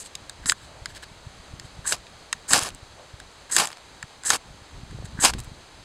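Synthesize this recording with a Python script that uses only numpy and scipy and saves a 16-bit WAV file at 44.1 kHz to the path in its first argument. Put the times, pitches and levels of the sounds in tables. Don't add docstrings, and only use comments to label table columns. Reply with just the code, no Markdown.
import sys
import numpy as np
from scipy import signal
from scipy.fft import rfft, irfft, next_fast_len
from scipy.io import wavfile
from scipy.ndimage import uniform_filter1d, map_coordinates

SR = 44100
rng = np.random.default_rng(int(sys.argv[2]) if len(sys.argv) > 2 else 0)


def wrap_up_sound(samples):
    columns = np.atleast_2d(samples).T
    tamed = np.clip(columns, -1, 1)
    steps = np.round(tamed * 32767).astype(np.int16)
    wavfile.write(sys.argv[1], SR, steps)


def natural_amplitude(level_db):
    exponent = np.asarray(level_db, float) / 20
    return 10 ** exponent


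N = 257544


def unit(x):
    return x / np.sqrt(np.mean(x ** 2) + 1e-20)


def curve(rows, column, outside=None):
    rows = np.asarray(rows)
    return np.interp(np.arange(N) / SR, rows[:, 0], rows[:, column], outside, outside)


BURST_HOLD_S = 0.006


def effort(bursts, lead=0):
    held = []
    for rows in bursts:
        before = (rows[0][0] - lead, *rows[0][1:])
        after = (rows[-1][0] + BURST_HOLD_S, *rows[-1][1:])
        held.append([before, *rows, after])
    main = [curve(rows, 1, -150) for rows in held]
    relative = [[0] + [curve(rows, k) for k in range(2, len(rows[0]))] for rows in held]
    gains = []
    for k in range(len(relative[0])):
        loudest_db = np.max([a + b[k] for a, b in zip(main, relative)], axis=0)
        gains.append(uniform_filter1d(natural_amplitude(loudest_db), size=60))
    return gains


def wobble(rate):
    knots = rng.standard_normal(int(N * rate / SR) + 4)
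    return map_coordinates(knots, [np.arange(N) * rate / SR])


def filtered(x, response):
    m = next_fast_len(len(x) + 8192)
    return irfft(rfft(x, m) * response(np.fft.rfftfreq(m, 1 / SR)), m)[:len(x)]


def colour(points):
    f, db = np.transpose(points)
    return lambda hz: natural_amplitude(np.interp(np.log(hz + 1), np.log(f + 1), db))


def resonance(f, centre, width):
    return 1j * f * width / (centre * centre - f * f + 1j * f * width)


def modes(rows):
    return lambda f: sum((-1) ** k * natural_amplitude(db) * resonance(f, c, w) for k, (c, w, db) in enumerate(rows))


def grit(rate, spread_db):
    luck, size, sign = rng.random(N), rng.exponential(size=N), rng.standard_normal(N)
    return (luck < rate / SR) * sign * natural_amplitude(spread_db * np.minimum(size, 4.5))


def struck(blow, *resonances):
    blow = filtered(blow, lambda f: 1 / (1 + 1j * f / 11000) ** 3)
    for rows in resonances:
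        blow = filtered(blow, modes(rows))
    return blow / np.max(abs(blow))


# frequency in Hz, level in dB per Hz.
GAS = [(120, -13), (200, -12.5), (236, -11), (458, -9), (662, -8), (922, -8.5), (1130, -10), (2680, -15),
       (2890, -15.5), (4170, -10), (5600, -22), (6140, -15.5), (9040, -24), (14900, -46.5), (16300, -52)]
# peak in seconds, rise and fall in seconds, level in dB.
MURMURS = [
    (.745, 0.09, -48.5),
    (3.006, .045, -47),
]


def gas():
    flutter = [(640, 510, 0)]
    murmur = filtered(filtered(rng.standard_normal(N), modes(flutter)), modes(flutter))
    ends_db = -10
    swell, = effort([[(s - d, db + ends_db), (s, db), (s + d, db + ends_db)] for s, d, db in MURMURS])
    hiss = filtered(rng.standard_normal(N), colour(GAS))
    sway_db = 0.3 * (wobble(28) + wobble(1.28))
    return natural_amplitude(-49 + sway_db) * unit(hiss) + swell * unit(murmur)


# frequency in Hz, level in dB per Hz.
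BUFFET = [(12, -47), (20, -3), (59, 3.5), (75, 2), (215, -10), (316, -14), (433, -21), (600, -72),
          (780, -59), (1320, -120)]
# time in seconds, buffeting level in dB.
WIND = [(0.0, -58.5), (0.34, -53), (0.71, -56), (1.71, -53.5), (1.97, -55), (2.26, -60.5), (2.62, -53),
        (2.7, -53), (2.83, -58), (3.61, -64), (4.26, -61.5), (4.9, -49), (5.09, -45.5), (5.38, -45),
        (5.56, -54), (5.84, -62.5)]
# time in seconds, peak in dB, pitch in Hz.
THUMPS = [(.461, -30.5, 185), (.521, -35, 85), (.824, -34.5, 76), (1.117, -37, 114), (1.271, -30, 97),
          (1.539, -29.5, 94.5), (1.653, -32.5, 99), (1.793, -31, 100), (2.515, -33, 220), (2.543, -27, 179),
          (2.58, -29, 197), (2.626, -30.5, 98), (3.142, -33, 85.5), (3.619, -44, 200), (4.042, -35, 110),
          (4.51, -38, 80.6), (2.831, -36, 75.5), (4.332, -39, 197), (4.835, -32.5, 129), (4.92, -30.5, 103),
          (4.949, -28, 116), (5.002, -28, 75.4), (5.046, -26.5, 107), (5.152, -28, 106),
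          (5.191, -22.5, 157), (5.227, -38, 113), (5.35, -29, 111), (5.4, -30.5, 102), (5.478, -30.5, 91),
          (5.519, -32, 119)]
# time in seconds, peak in dB, pitch in Hz.
FLICKS = [
    (.466, -35, 300),
    (4.988, -31, 420),
    (5.025, -33, 450),
    (5.352, -32, 400),
    (4.93, -38, 330),
]


def wind():
    lumps = natural_amplitude(3.5 * wobble(16))
    half = SR // 16
    out, t = np.zeros(N + SR), np.arange(-half, half) / SR
    when, luck = rng.uniform(1 / 16, N / SR, size=30), rng.standard_normal(size=(30, 2))
    stray_db = np.interp(when, *np.transpose(WIND)) + 11 + 2.8 * luck[:, 0]
    stray_hz = 102 * np.exp(0.31 * luck[:, 1])
    for s, db, hz in [*THUMPS, *FLICKS, *zip(when, stray_db, stray_hz)]:
        push = np.exp(-(2.46 * t * hz) ** 2) * np.cos(2 * np.pi * (hz * t + rng.random()))
        out[int(s * SR + 1) - half:][:len(t)] += natural_amplitude(db + 1.0) * push
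    buffeting = unit(lumps * filtered(rng.standard_normal(N), colour(BUFFET)))
    return out[:N] + natural_amplitude(curve(WIND, 1) + 4.0) * buffeting


def scuff(s, length, db, *mix):
    rise, ends_db = 0.66, -8.5
    start, end = s - rise * length, s + (1 - rise) * length
    return [(start, db + ends_db, *mix), (s, db, *mix), (end, db + ends_db, *mix)]


def stroke(start, end, bite_db, tip_db, rub_db):
    bite, glide = 0.16, 0.62
    u = np.array([0, bite, glide, 1])
    chatter = bite_db + (tip_db - bite_db) * (u - bite) / (1 - bite) - 7.5 * (u == 0)
    bend = np.interp(u, [0, glide], [-9.5, -13])
    rub = np.interp(u, [0, glide, 1], [-9.5, -21, rub_db])
    return np.transpose([start + u * (end - start), chatter, bend, rub])


def squeal():
    times = np.ravel([row[:2] for row in STROKES])
    hz = np.interp(np.arange(N) / SR, times, [8150, 7700] * len(STROKES))
    waver = lambda f: 1 / (1 + (f / 190) ** 2)
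    a, b = (filtered(rng.standard_normal(N), waver) for _ in "ab")
    turn = 2 * np.pi * np.cumsum(hz) / SR
    return unit(a * np.cos(turn) + b * np.sin(turn))


# peak in seconds, length in seconds, chatter in dB,
# rod bending in dB re chatter, rub in dB re chatter.
SCUFFS = [(0.007, 0.061, -35.5, -27, -9), (0.062, 0.028, -42, -24, 0.5), (0.443, .022, -57, 11.5, -1),
          (0.509, 0.017, -25.5, -22, -6), (0.642, 0.1, -56, 1, 2.5), (0.909, .035, -53, 4, 7),
          (0.967, 0.023, -46.5, 4, 8.5), (1.034, 0.012, -44.5, 6, 9), (1.658, 0.032, -56.5, 3, 3),
          (1.857, 0.017, -48, 13.5, 2), (3.503, 0.01, -45, 10, 3), (4.248, 0.016, -52, 17.5, 0),
          (5.056, 0.01, -42.5, -3, -0.5), (5.204, 0.041, -51, 17, 0)]
# start in seconds, end in seconds, chatter after the bite in dB,
# chatter at the tip in dB, rub at the tip in dB re chatter.
STROKES = [
    (.461, 0.492, -30, -22, -8.5),
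    (1.865, 1.915, -24, -29, -18),
    (2.482, 2.531, -30, -20.5, 0),
    (3.515, 3.5564, -24, -24, -9),
    (4.253, 4.297, -26, -23, -8),
    (5.203, 5.242, -26.5, -18.5, 1),
]
# frequency in Hz, width in Hz, level in dB.
EDGE = [(4110, 180, -7), (4950, 510, -7), (6480, 560, 3), (7440, 880, 7.5), (8260, 1700, 4), (9930, 610, 1),
        (11100, 670, -11.5), (12600, 1500, -12)]
# frequency in Hz, width in Hz, level in dB.
BENDING = [(1710, 430, -3.5), (900, 220, -7.5)]
# frequency in Hz, level in dB per Hz.
RUB = [(150, -3.5), (400, -1), (1000, -9.5), (2300, -6.5), (4000, 3.5), (6500, -10), (11000, -17),
       (16000, -30)]


def strokes():
    bursts = [stroke(*row) for row in STROKES] + [scuff(*row) for row in SCUFFS]
    chatter, bend, rub = effort(bursts, lead=BURST_HOLD_S / 2)
    bite = natural_amplitude(1.5 * wobble(260))
    ringing = lambda f: modes(EDGE)(f) / (1 + (f / 13000) ** 4)
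    edge = unit(filtered(bite * grit(16000, spread_db=1.2), ringing))
    rod = unit(filtered(filtered(grit(3000, spread_db=-0.5), modes(BENDING)), modes(BENDING)))
    rasp = unit(filtered(bite * grit(9000, spread_db=3.0), colour(RUB)))
    steel = edge + natural_amplitude(-7) * squeal()
    return natural_amplitude(-0.36) * chatter * steel + natural_amplitude(-1.5) * bend * rod + natural_amplitude(-0.5) * rub * rasp


# time in seconds, peak in dB, bending in Hz,
# bending in dB re peak, lower blade in dB re peak.
TAPS = [(.1521, -23, 2300, -21, -2.5), (0.2952, -25.5, 1660, -14.5, -2.5), (0.4575, -23, 1760, -8.5, -0.5),
        (0.5196, -14, 1680, -1.2, -6), (0.857, -22.5, 1770, -6, 0.8), (1.5966, -30, 1695, -8, 1),
        (1.8539, -34, 1650, -6, -17), (1.875, -30, 1730, -8, -23), (2.0667, -50, 2280, 6, 10),
        (2.3273, -9.5, 1800, -12, -7), (2.3364, -43, 1630, -17, -13), (3.1996, -35, 1540, -4.5, 1),
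        (4.0266, -28.5, 1580, 1, -3), (4.2347, -27, 1690, -14, -9.5), (4.9092, -41, 1730, -3.5, -9)]
# time in seconds, peak in dB, bending in Hz, blade ring in Hz,
# lower blade in dB re peak.
SNAPS = [
    (0.4959, -4.5, 1970, 7540, -1.5),
    (1.9217, -10.5, 1640, 7540, -6),
    (2.5324, 0.1, 1720, 8170, -8.5),
    (3.5639, -2.5, 1620, 7350, -9.5),
    (4.3023, -2.2, 1600, 6890, -6.5),
    (5.2479, -1.3, 1670, 8150, -8),
]
# frequency in Hz, width in Hz, level in dB.
STEEL = [(6300, 240, 0), (7800, 360, -1), (9490, 590, -3), (10660, 200, -4.5), (12500, 3400, -16)]
# frequency in Hz, width in Hz, level in dB.
GRIP = [(3100, 590, -8), (3720, 350, 0), (4970, 640, -2.5)]


def taps():
    out, t = np.zeros(N + SR), np.arange(SR // 20) / SR
    snaps = [(s, db, hz, -12, ring, grip) for s, db, hz, ring, grip in SNAPS]
    light = [(s, db, hz, bend, 7350, grip) for s, db, hz, bend, grip in TAPS]
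    fall = (1 - np.exp(-t / 0.0001)) * (natural_amplitude(-60 * t / 0.008) + 0.1 * natural_amplitude(-60 * t / 0.03))
    first_blow = 3.5 * (np.arange(len(t)) == 4)
    for s, db, bend_hz, bend_db, ring_hz, grip_db in snaps + light:
        rattle = fall * rng.standard_normal((3, len(t))) + first_blow
        blade = struck(rattle[0], STEEL + [(ring_hz, 320, 4)])
        lower = struck(rattle[1], GRIP)
        slow_start = t / (t + 0.00025)
        rod = struck(slow_start * rattle[2], [(bend_hz, 1500, 0)], [(bend_hz, 300, 0), (950, 500, -13)])
        hit = blade + natural_amplitude(grip_db + 2.5) * lower + natural_amplitude(bend_db + 4) * rod
        out[round((s + 0.0007) * SR):][:len(t)] += natural_amplitude(db + 1.5) * hit

    def table(f):
        delay = np.exp(-2j * np.pi * f * 0.0029)
        return natural_amplitude(-22.5) * delay * (1 / (1 + 1j * f / 4000) + modes([(1950, 200, 6)])(f))

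    return out[:N] + filtered(out[:N], table)


def flare(start, end, first_db, last_db, fizz_db):
    fade_db = 4.5
    low = fizz_db - fade_db / 2
    return [(start, first_db, low + fade_db), (end, last_db, low), (end + 0.009, last_db - 14, low)]


# start in seconds, end in seconds, roar at the start in dB,
# roar at the end in dB, fizz in dB re roar.
SHOWERS = [(1.89, 1.926, -55, -38, 10), (1.928, 1.951, -31.5, -39, 6), (2.51, 2.527, -32.5, -31, 1),
           (2.543, 2.591, -22.5, -27.5, 6), (2.608, 2.683, -35.5, -36, 5), (3.572, 3.6, -29, -25, 7.5),
           (3.604, 3.648, -27, -31, 5.5), (3.653, 3.727, -42, -57, 0.5), (4.309, 4.356, -30, -28, 6.5),
           (5.229, 5.249, -30, -20, 2), (5.255, 5.305, -21.5, -35.5, 6)]
# frequency in Hz, level in dB per Hz.
ROAR = [(82, -44), (140, -10), (545, -5), (817, 0.5), (1850, -4.5), (2010, -36), (2200, -15.5),
        (2860, -25.5), (4840, -120)]
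# frequency in Hz, level in dB per Hz.
FIZZ = [(760, -16), (1300, -24.5), (1840, -35), (2010, -5), (2330, -1), (3990, -0.5), (5030, 1), (5660, 1),
        (6220, 0), (7530, -1), (10900, -8), (14300, -26), (16300, -40)]


def showers():
    roar, fizz = effort([flare(*row) for row in SHOWERS], lead=BURST_HOLD_S)
    clumps = wobble(200)
    low = unit(natural_amplitude(1.5 * clumps) * filtered(grit(6000, spread_db=1.5), colour(ROAR)))
    high = unit(natural_amplitude(1.8 * clumps) * filtered(grit(14000, spread_db=2.2), colour(FIZZ)))
    return natural_amplitude(1.0) * roar * low + natural_amplitude(-1.0) * fizz * high


# time in seconds, spit peak in dB, fullness
# in dB re spit.
POPS = [(1.9335, -30, -15), (2.5768, -5, -14), (2.5904, -7, -21), (2.625, -16, -12), (2.6328, -10.5, -24),
        (2.658, -28, -19), (2.6879, -18.5, -7), (2.703, -35, 2), (2.7471, -25, -19), (3.5864, -2, -12),
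        (3.647, -31, -9), (3.6537, -10, -11.5), (3.6713, -14.5, -8), (3.688, -24, -15), (3.7023, -30, 0),
        (3.716, -29, -1), (3.7285, -31.5, 4.2), (3.7702, -40.5, 7.5), (4.244, -32, -15), (4.311, -20, -6),
        (4.3312, -15.5, 0.5), (4.359, -11, -21), (5.227, -17, -12), (5.2585, -2, -10), (5.3351, -27.5, 3),
        (5.3364, -23.5, 0.5), (5.387, -25, -9), (5.3921, -21, -13), (5.401, -21.5, -15), (5.444, -32, -13),
        (1.965, -39, 0),
    (1.981, -37, -6),
    (3.68, -34, -14),
    (3.724, -37, -4),
    (3.782, -41, 1),
    (5.3828, -31, -4),
    (5.4355, -34, -17),
    (5.451, -36, -15),
]


def pops():
    out, t = np.zeros(N + SR), np.arange(SR // 50) / SR
    fall = (1 - np.exp(-t / 0.0003)) * natural_amplitude(-60 * t / 0.007) + 0.077 * natural_amplitude(-60 * t / 0.065)
    for s, db, full_db in POPS:
        puff = fall * rng.standard_normal((3, len(t)))
        spit = struck(puff[0], [(7840, 1900, 0)], [(9000, 8800, 0)])
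        crack = struck(puff[1], [(3900, 3600, 0)], [(4000, 3800, 0)])
        thump = struck(puff[2], [(1190, 1400, 0)], [(1270, 2000, 0)])
        burst = spit + natural_amplitude(full_db + 5) * crack + natural_amplitude(full_db + 3.0) * thump
        out[round((s + 0.0005) * SR):][:len(t)] += natural_amplitude(db - 5.5) * burst
    return out[:N]


def scene():
    return (strokes() + showers() + taps() + pops() + gas() + wind())[None]


# frequency in Hz, width in Hz, depth from 0 to 1.
HOUSING = [(5715, 370, 0.7), (6890, 190, 0.6), (3440, 61, 0.6), (3625, 145, 0.6), (4160, 130, 0.5),
           (6440, 86, 0.9), (9600, 240, 0.21), (11200, 620, 0.08)]


def housing(x):
    dips = lambda f: np.prod([1 - min(d, 0.99) * resonance(f, c, w) for c, w, d in HOUSING], axis=0)
    return filtered(x, dips)


def top_cut(x):
    return signal.sosfilt(signal.butter(12, 16440, fs=SR, output="sos"), x)


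def record(dry):
    clipped = np.clip(housing(dry[0]), -0.93, 0.93)
    mix = filtered(clipped, lambda f: np.where(f < 15760, 1, natural_amplitude(-28)))
    return top_cut(mix[None])


dry = scene()
out = record(dry)
wrap_up_sound(out)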